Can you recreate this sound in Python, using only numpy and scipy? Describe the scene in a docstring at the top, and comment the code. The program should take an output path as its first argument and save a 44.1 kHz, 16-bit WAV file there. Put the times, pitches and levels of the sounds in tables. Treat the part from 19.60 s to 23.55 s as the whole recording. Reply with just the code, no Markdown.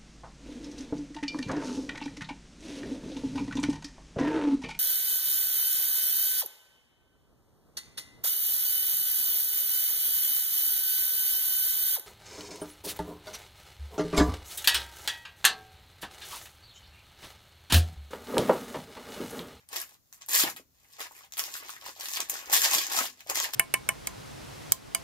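"""Unwrapping a small box.

Hands pull stiff gift paper off a small cardboard box, close to and a little left of a spaced stereo microphone.
Creases buckle as cracks with short rings; tearing and crumpling are swarms of tiny noise bursts, with a duller rustle.
Hollow pops and low thumps are short decaying sines. A small furnished room answers over faint hiss and rumble."""
import sys
import numpy as np
from scipy import signal
from scipy.fft import rfft, irfft
from scipy.io import wavfile

SR = 44100
rng = np.random.default_rng(int(sys.argv[2]) if len(sys.argv) > 2 else 0)


def waveform_to_disk(signal):
    """Save audio, clipped to [-1, 1], as 16-bit WAV at the path in sys.argv[1]."""
    frames = np.transpose(np.atleast_2d(signal))
    scaled = np.clip(frames, -1, 1) * 32767
    samples = np.round(scaled).astype(np.int16)
    wavfile.write(sys.argv[1], SR, samples)


N = 174195

# colour of the box, for knocks and rustle: (frequency [Hz], density [dB per Hz])
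BOX_SPECTRUM = [(35, -49.5), (60, -3.5), (180, -27.5), (249, -14.5), (556, -8), (823, -3.5), (1150, -1.5),
                (1600, -7.5), (2130, -2.5), (3000, -4), (3900, -51.5), (6600, -120)]

PAPER_ALIKE, BOX_ALIKE = 0.5, 0.9   # energy share of a burst common to both microphones
RIGHT_LAG_SAMPLES = 10
BURST_SAMPLES = 512


def amp(db):
    """Amplitude ratio of a level in dB."""
    return 10 ** (np.asarray(db) / 20)


def rms_one(x):
    """Scale to RMS 1."""
    return x / np.sqrt(np.mean(x ** 2) + 1e-20)


def at_hz(points, hz):
    """Table value at a frequency, interpolated over log frequency."""
    table_hz, values = np.transpose(points)
    return np.interp(np.log(hz + 1), np.log(table_hz), values)


def convolve(x, kernel):
    """Convolve along time, cut to the scene length."""
    return signal.fftconvolve(np.atleast_2d(x), np.atleast_2d(kernel), axes=1)[:, :N]


def colour(spectrum, size=4096):
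    """Causal (minimum-phase) filter of a dB spectrum, energy 1."""
    hz = np.fft.rfftfreq(size, 1 / SR)
    cepstrum = irfft(np.log(amp(at_hz(spectrum, hz))))
    cepstrum[1:size // 2] *= 2   # fold the cepstrum: minimum phase
    cepstrum[size // 2 + 1:] = 0
    return rms_one(irfft(np.exp(rfft(cepstrum)))) / np.sqrt(size)


def drift(rate_hz):
    """Slow random drift: noise through two equal one-pole lowpasses, RMS 1."""
    pole = np.exp(-2 * np.pi * rate_hz / SR)
    white = rng.standard_normal(N + SR)
    return rms_one(signal.lfilter([1], [1, -2 * pole, pole * pole], white)[SR:])


def stereo_noise(alike_hz, *shape):
    """White noise (.., 2, samples), shared by both sides in the bass only."""
    white = rng.standard_normal(shape)
    low = signal.sosfilt(signal.butter(1, alike_hz, fs=SR, output="sos"), white)
    return white - low + low[..., :1, :]


def bursts(decay_s, alike, count):
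    """Dying noise bursts (count, 2, samples), partly shared by the sides, partly whitened, energy 1."""
    t = np.arange(BURST_SAMPLES) / SR
    common = rng.standard_normal((count, 1, BURST_SAMPLES))
    own = rng.standard_normal((count, 2, BURST_SAMPLES))
    noise = np.sqrt(alike) * common + np.sqrt(1 - alike) * own
    spectrum = rfft(noise * np.exp(-t / decay_s))
    out = irfft(spectrum / np.sqrt(np.abs(spectrum))) * np.exp(-0.5 * t / decay_s)
    return out / np.sqrt(np.sum(out ** 2, axis=2, keepdims=True))


def swarm(per_s, spread_db, decay_s, alike, spectrum, low_hz, high_hz):
    """Random clumped bursts of very uneven size, dealt to folds, each with its own ring and busy spells."""
    folds, ring_share, ring_q = 12, 1.1, 3.5
    clump_db, clump_hz = 2.8, 120   # all folds together
    patch_db, patch_hz = 2.4, 20    # each fold alone
    sizes = amp(spread_db * np.minimum(rng.exponential(1, N), 5))
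    struck = rng.random(N) < per_s / SR
    clicks = sizes * struck * amp(clump_db * drift(clump_hz))
    fold_of = rng.integers(0, folds, N)
    shapes = bursts(decay_s, alike, count=folds)
    out = np.zeros((2, N))
    for k, hz in enumerate(np.geomspace(low_hz, high_hz, folds)):
        ringing = signal.lfilter(*signal.iirpeak(hz, ring_q, fs=SR), shapes[k])
        shape = shapes[k] + ring_share * ringing / np.sqrt(np.sum(ringing ** 2) / 2)
        fold_clicks = clicks * (fold_of == k) * amp(patch_db * drift(patch_hz))
        out += convolve(fold_clicks, shape)
    return convolve(out, colour(spectrum))


def add(out, time_s, sound):
    """Mix a sound in at a time."""
    i = int(time_s * SR)
    out[:, i:i + sound.shape[1]] += sound


def rings(rows, cycles):
    """Soft pushes: sines with a rounded attack, falling 60 dB in the given cycles."""
    attack_cycles = 0.8
    out, t = np.zeros((2, N + SR)), np.arange(SR // 4) / SR
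    for time_s, level_db, hz in rows:
        attack = 1 - np.exp(-t * hz / attack_cycles)
        decay = np.exp(-np.log(1000) * hz * t / cycles)
        add(out, time_s, amp(level_db) * (np.sin(2 * np.pi * hz * t) * attack * decay)[None])
    return out[:, :N]


def noise_floor():
    """Steady hiss and rumble: coloured noise, alike on both sides in the deep bass."""
    # (frequency [Hz], density [dB per Hz])
    floor_spectrum = [(15, -29.5), (25, -11), (76, 5.5), (368, -10), (433, -10.5), (1090, -14), (2460, -21),
                      (6920, -12), (8370, -22), (15200, -11), (16500, -30.5)]
    level_db, alike_hz = -69.5, 60
    return amp(level_db) * convolve(stereo_noise(alike_hz, 2, N), colour(floor_spectrum))


def room(x, count=5):
    """Diffuse echo: octave bands of noise, each dying at its own rate; patterns take turns as the paper moves."""
    # decay by 60 dB: (frequency [Hz], time [s])
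    room_t60 = [(150, 0.49), (600, 0.088), (2000, 0.11), (6000, 0.12), (14000, 0.16)]
    # echo colour: (frequency [Hz], level [dB])
    room_colour = [(150, -13.5), (700, -6.5), (2000, 3), (6000, -3), (14000, -2.5)]
    level_db, rise_s, shift_s, alike_hz = -3.5, 0.002, 0.04, 1000   # shift_s: time in one place
    t = np.arange(SR // 2) / SR
    white = stereo_noise(alike_hz, count, 2, len(t))
    tail = np.zeros_like(white)
    for k, hz in enumerate(90 * 2.0 ** np.arange(8)):
        edges_hz = [hz / np.sqrt(2), hz * np.sqrt(2)]
        band = signal.sosfilt(signal.butter(2, edges_hz, "band", fs=SR, output="sos"), white)
        band_db = at_hz(room_colour, hz) - 60 * t / at_hz(room_t60, hz)
        tail += (-1) ** k * band * amp(band_db)
    tails = rms_one(tail * (1 - np.exp(-t / rise_s))) / np.sqrt(len(t))
    place = (np.arange(N) / SR / shift_s).astype(int) % count
    return amp(level_db) * sum(convolve(x * (place == k), tails[k]) for k in range(count))


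def thumps():
    """Box against the palm: low damped sines."""
    # (time [s], level [dB], frequency [Hz])
    thump_rows = [(.8365, -18, 317), (1.001, -43.5, 278), (3.152, -35.5, 247), (3.17, -30, 495),
                  (3.38, -35, 250), (3.41, -31, 255)]
    return rings(thump_rows, cycles=9)


def pops():
    """Hollow pops of folds and box walls: damped sines."""
    # (time [s], level [dB], frequency [Hz])
    pop_rows = [(0.876, -19, 1090), (0.905, -38, 1270), (0.997, -34.5, 510), (1.438, -38, 1130),
                (1.465, -33, 1110), (1.511, -30.5, 930), (1.609, -34.5, 1130), (1.953, -17, 1500),
                (2.028, -39, 680), (2.049, -47, 1160), (2.093, -21.5, 1260), (2.135, -33.5, 1070),
                (2.165, -23, 1800), (2.232, -35, 1110), (2.264, -20.5, 1000), (2.284, -33.5, 543),
                (2.292, -23.5, 1000), (2.364, -34, 776), (2.486, -30, 1120), (2.573, -18, 1100),
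                (2.602, -47, 1010), (2.755, -17.5, 1540), (2.898, -21, 830), (2.93, -11.5, 840),
                (3.318, -18.5, 840), (3.389, -14, 1140), (3.664, -31.5, 640), (3.697, -21, 560),
                (3.757, -36, 2040), (3.805, -15, 960), (3.889, -29, 870)]
    return rings(pop_rows, cycles=7)


def snaps():
    """Buckling creases: a broad crack with a brief ring at its own pitch, and a knock of the box."""
    # (time [s], level [dB], ring [Hz])
    snap_rows = [(0.0882, -37, 12100), (0.1181, -37, 3850), (0.1291, -25, 5480), (0.1599, -20, 5480),
                 (0.2008, -24, 11100), (0.4574, -57, 5870), (0.5262, -31, 6870), (0.614, -37, 2070),
                 (0.6618, -35, 14000), (0.6862, -22, 13500), (0.7271, -16, 4440), (0.7416, -11, 5210),
                 (0.7449, -12, 4060), (0.7590, -13, 5200), (0.7934, -15, 4110), (0.7985, -12, 4300),
                 (0.8084, -13, 7180), (0.8164, -13, 4060), (0.8359, -9, 4500), (0.9631, -30, 3900),
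                 (1.1458, -57, 4370), (1.1737, -55, 6610), (1.4059, -26, 3910), (1.4136, -26, 3020),
                 (1.4688, -36, 4140), (1.5088, -44, 6810), (1.5888, -40, 2070), (1.6476, -40, 3540),
                 (1.7219, -29, 6730), (1.736, -28, 6270), (1.7699, -23, 4680), (1.7817, -22, 2490),
                 (1.7884, -20, 12800), (1.7932, -12, 5820), (1.8381, -19, 5260), (1.9409, -34, 2210),
                 (2.0337, -34, 3370), (2.0841, -35, 2070), (2.093, -26, 4140), (2.2622, -33, 4140),
                 (2.2925, -34, 5000), (2.3988, -29, 7430), (2.4083, -24, 5510), (2.432, -29, 4200),
                 (2.4562, -20, 5000), (2.4851, -23, 5910), (2.5151, -26, 7320), (2.535, -23, 6730),
                 (2.56, -22, 4290), (2.5705, -18, 4350), (2.6029, -21, 3910), (2.6874, -33, 4410),
                 (2.6972, -16, 7150), (2.7396, -25, 6800), (2.782, -27, 6730), (2.8573, -30, 6710),
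                 (2.8982, -24, 6380), (2.9167, -20, 2120), (2.9286, -10, 4860), (2.9375, -13, 4000),
                 (2.9464, -12, 5660), (2.9654, -13, 11700), (3.019, -13, 7130), (3.0494, -14, 4020),
                 (3.1127, -14, 6870), (3.1484, -12, 6980), (3.267, -17, 6410), (3.3178, -18, 4640),
                 (3.3881, -10, 6640), (3.455, -19, 4280), (3.6056, -36, 2890), (3.698, -17, 6990),
                 (3.7104, -25, 6320), (3.7563, -16, 2070), (3.771, -18, 6800), (3.8002, -10, 6730),
                 (3.8894, -34, 5770), (3.935, -20, 3870)]
    # (frequency [Hz], density [dB per Hz])
    crack_spectrum = [(410, -37), (700, -14.5), (5020, -15), (7170, -8), (10400, -6.5), (12700, -7),
                      (16500, -3)]
    crack_decay_s, crack_late_s = 0.0012, 0.0006   # crack follows the knock's start
    ring_share, ring_cycles = 1.1, 9
    knock_decay_s, knock_db = 0.0063, -22.5
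    out, t = np.zeros((2, N + SR)), np.arange(BURST_SAMPLES) / SR
    cracks = bursts(crack_decay_s, PAPER_ALIKE, count=len(snap_rows))
    knocks = bursts(knock_decay_s, BOX_ALIKE, count=len(snap_rows))
    sharp, box = colour(crack_spectrum)[None, :256], colour(BOX_SPECTRUM)[None, :1024]
    for (time_s, level_db, hz), crack, knock in zip(snap_rows, cracks, knocks):
        ring = np.sin(2 * np.pi * hz * t) * np.exp(-np.log(1000) * hz * t / ring_cycles)
        ring = ring_share * ring / np.sqrt(ring @ ring) + (t == 0)   # direct crack plus ring
        crack = signal.fftconvolve(crack, ring[None], axes=1)
        crack = signal.fftconvolve(crack, sharp, axes=1)
        mono_peak = np.abs(crack[0] + np.roll(crack[1], RIGHT_LAG_SAMPLES)).max() / 2
        knock = signal.fftconvolve(knock, box, axes=1)
        add(out, time_s + crack_late_s, amp(level_db) * crack / mono_peak)
        add(out, time_s, amp(level_db + knock_db) * knock / np.sqrt(np.sum(knock ** 2)))
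    return out[:, :N]


def paper():
    """Tearing and crumpling: crackle with its own treble level, and duller rustle, all following the hands."""
    # how hard the paper is worked, one list per grip or pull:
    # (time [s], level [dB], rustle re level [dB], treble re crackle body [dB])
    work = [
        [(0.0, -64.5, 0.5, 0), (0.08, -87, -1, -4), (0.088, -59, -15, -1), (0.112, -54.5, -7, -12),
         (0.13, -36, -8.5, 0), (0.152, -41.5, -8, -6), (0.162, -32.5, -6, 5), (0.192, -41, -10, 2.5),
         (0.212, -38, -9.5, 4), (0.26, -60, -2, 3), (0.352, -62, -3, 3), (0.382, -92, -6, 6),
         (0.5, -75, -18, 4)],
        [(0.51, -81, 2, 0), (0.526, -60.5, -13, 14.5), (0.608, -69.5, -4, 2), (0.612, -48, -9.5, -26),
         (0.68, -75, -7, 10), (0.686, -38, -11, 5.5), (0.742, -27.5, -9.5, 3.5), (0.814, -25.5, -22.5, 9.5),
         (0.846, -34.5, 2, -8), (0.902, -41, 4, 6), (0.952, -64, -11, -9), (0.97, -48, 1, 4),
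         (1.048, -89, 2.5, -10), (1.1, -84.5, -14.5, -5)],
        [(1.186, -68, -9, 2), (1.282, -69.5, 3, 5.5), (1.32, -59, -17, 2.5), (1.378, -52, -12, -12),
         (1.394, -47, 2, 5), (1.412, -36.5, -6, -4), (1.436, -42.5, -9, -6), (1.47, -54, 9, -4),
         (1.488, -61, -3.5, 4), (1.576, -58, -2.5, 5), (1.658, -58, -3, -14), (1.7, -89, 7, -4)],
        [(1.71, -69, 3, -2), (1.724, -74, -17, 2), (1.754, -57, -13, -3), (1.798, -37, -11, 13),
         (1.81, -43.5, -5, 1), (1.922, -45.5, -8.5, 1.5), (1.948, -41, -11, -1.5), (1.982, -47, -15, 6.5),
         (2.026, -53, 6, -13), (2.108, -42.5, -14, -1), (2.186, -59, -2, 0), (2.284, -42.5, -5.5, -6.5),
         (2.346, -60.5, -11, 0)],
        [(2.38, -52, -7, 1), (2.404, -43, -5.5, 0.5), (2.532, -38.5, -19.5, 3), (2.57, -29.5, -28, -9),
         (2.598, -55, 8, -1), (2.604, -24.5, -21, -7), (2.632, -47, -4.5, 0), (2.68, -50, -9, -9),
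         (2.69, -49.5, -6.5, -11), (2.698, -60.5, -9, 37), (2.716, -37, -7, -3.5), (2.79, -44.5, -8.5, -1),
         (2.84, -48, -0.5, 1), (2.87, -49.5, -7, -1)],
        [(2.88, -52, 9.5, 10), (2.894, -49, 3.5, 0), (2.936, -20, -19, 8), (2.956, -19, -19, -6),
         (3.0, -32.5, -9.5, 5.5), (3.05, -23, -13, -4), (3.096, -31, -9.5, -1), (3.14, -24.5, -10.5, 4),
         (3.205, -28, -19, -2), (3.22, -31, -19, -0.5), (3.288, -43, -1, -8), (3.332, -30.5, -9, 0.5),
         (3.396, -29, -2, 3.5), (3.452, -37.5, -7, 1), (3.554, -64.5, -6.5, -6), (3.6, -54.5, -6, 0)],
        [(3.61, -51.5, -10, -19), (3.648, -72, -2, 12), (3.674, -47, -8, -4), (3.688, -47, 1.5, -4),
         (3.7, -25.5, -12.5, 8.5), (3.72, -57, 12, -7), (3.748, -37, -6.5, 8), (3.756, -31.5, -6.5, 0.5),
         (3.798, -28.5, -20, -3), (3.844, -30, -11.5, -2), (3.896, -47, -3.5, -17), (3.924, -51, -17, 5),
         (3.936, -31, -17, 4), (3.95, -29.5, -23, 0)],
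    ]
    # (frequency [Hz], density [dB per Hz])
    paper_spectrum = [(410, -25.5), (700, -26), (1130, 7.5), (1370, -48), (1570, 1.5), (2150, -4),
                      (2460, -1.5), (4060, 1.5), (6990, 3.5), (8410, -8.5), (13200, 2.5), (15900, -3),
                      (16500, -0.5)]
    crackle_db, rustle_db, split_hz = -4.5, -1.5, 8200
    time_s, *columns = np.transpose(np.vstack(work))
    work_db, dull_db, treble_db = (np.interp(np.arange(N) / SR, time_s, c) for c in columns)
    crackle = swarm(per_s=2500, spread_db=3.3, decay_s=0.0007, alike=PAPER_ALIKE,
                    spectrum=paper_spectrum, low_hz=1863, high_hz=12100)
    body = rms_one(signal.sosfilt(signal.butter(4, split_hz, "low", fs=SR, output="sos"), crackle))
    treble = rms_one(signal.sosfilt(signal.butter(4, split_hz, "high", fs=SR, output="sos"), crackle))
    rustle = rms_one(swarm(per_s=1200, spread_db=3.0, decay_s=0.0017, alike=BOX_ALIKE,
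                           spectrum=BOX_SPECTRUM, low_hz=303, high_hz=2465))
    crackle = amp(crackle_db) * (body + amp(treble_db) * treble)
    return amp(work_db) * (crackle + amp(rustle_db + dull_db) * rustle)


def scene():
    """Direct sound, later on the right, plus room and floor."""
    near = paper() + snaps() + thumps() + pops()
    late_right = np.r_[np.zeros(RIGHT_LAG_SAMPLES), near[1, :-RIGHT_LAG_SAMPLES]]
    direct = np.array([near[0], late_right])
    echo = room(near)
    return direct + echo + noise_floor()


def record(dry):
    """The left microphone is a little more sensitive; the top is cut."""
    left_louder_db, cutoff_hz = 1.4, 16400
    ports = dry * amp(left_louder_db * np.array([[0.5], [-0.5]]))
    return signal.sosfilt(signal.cheby2(20, 90, cutoff_hz, fs=SR, output="sos"), ports)


dry = scene()
out = record(dry)
waveform_to_disk(out)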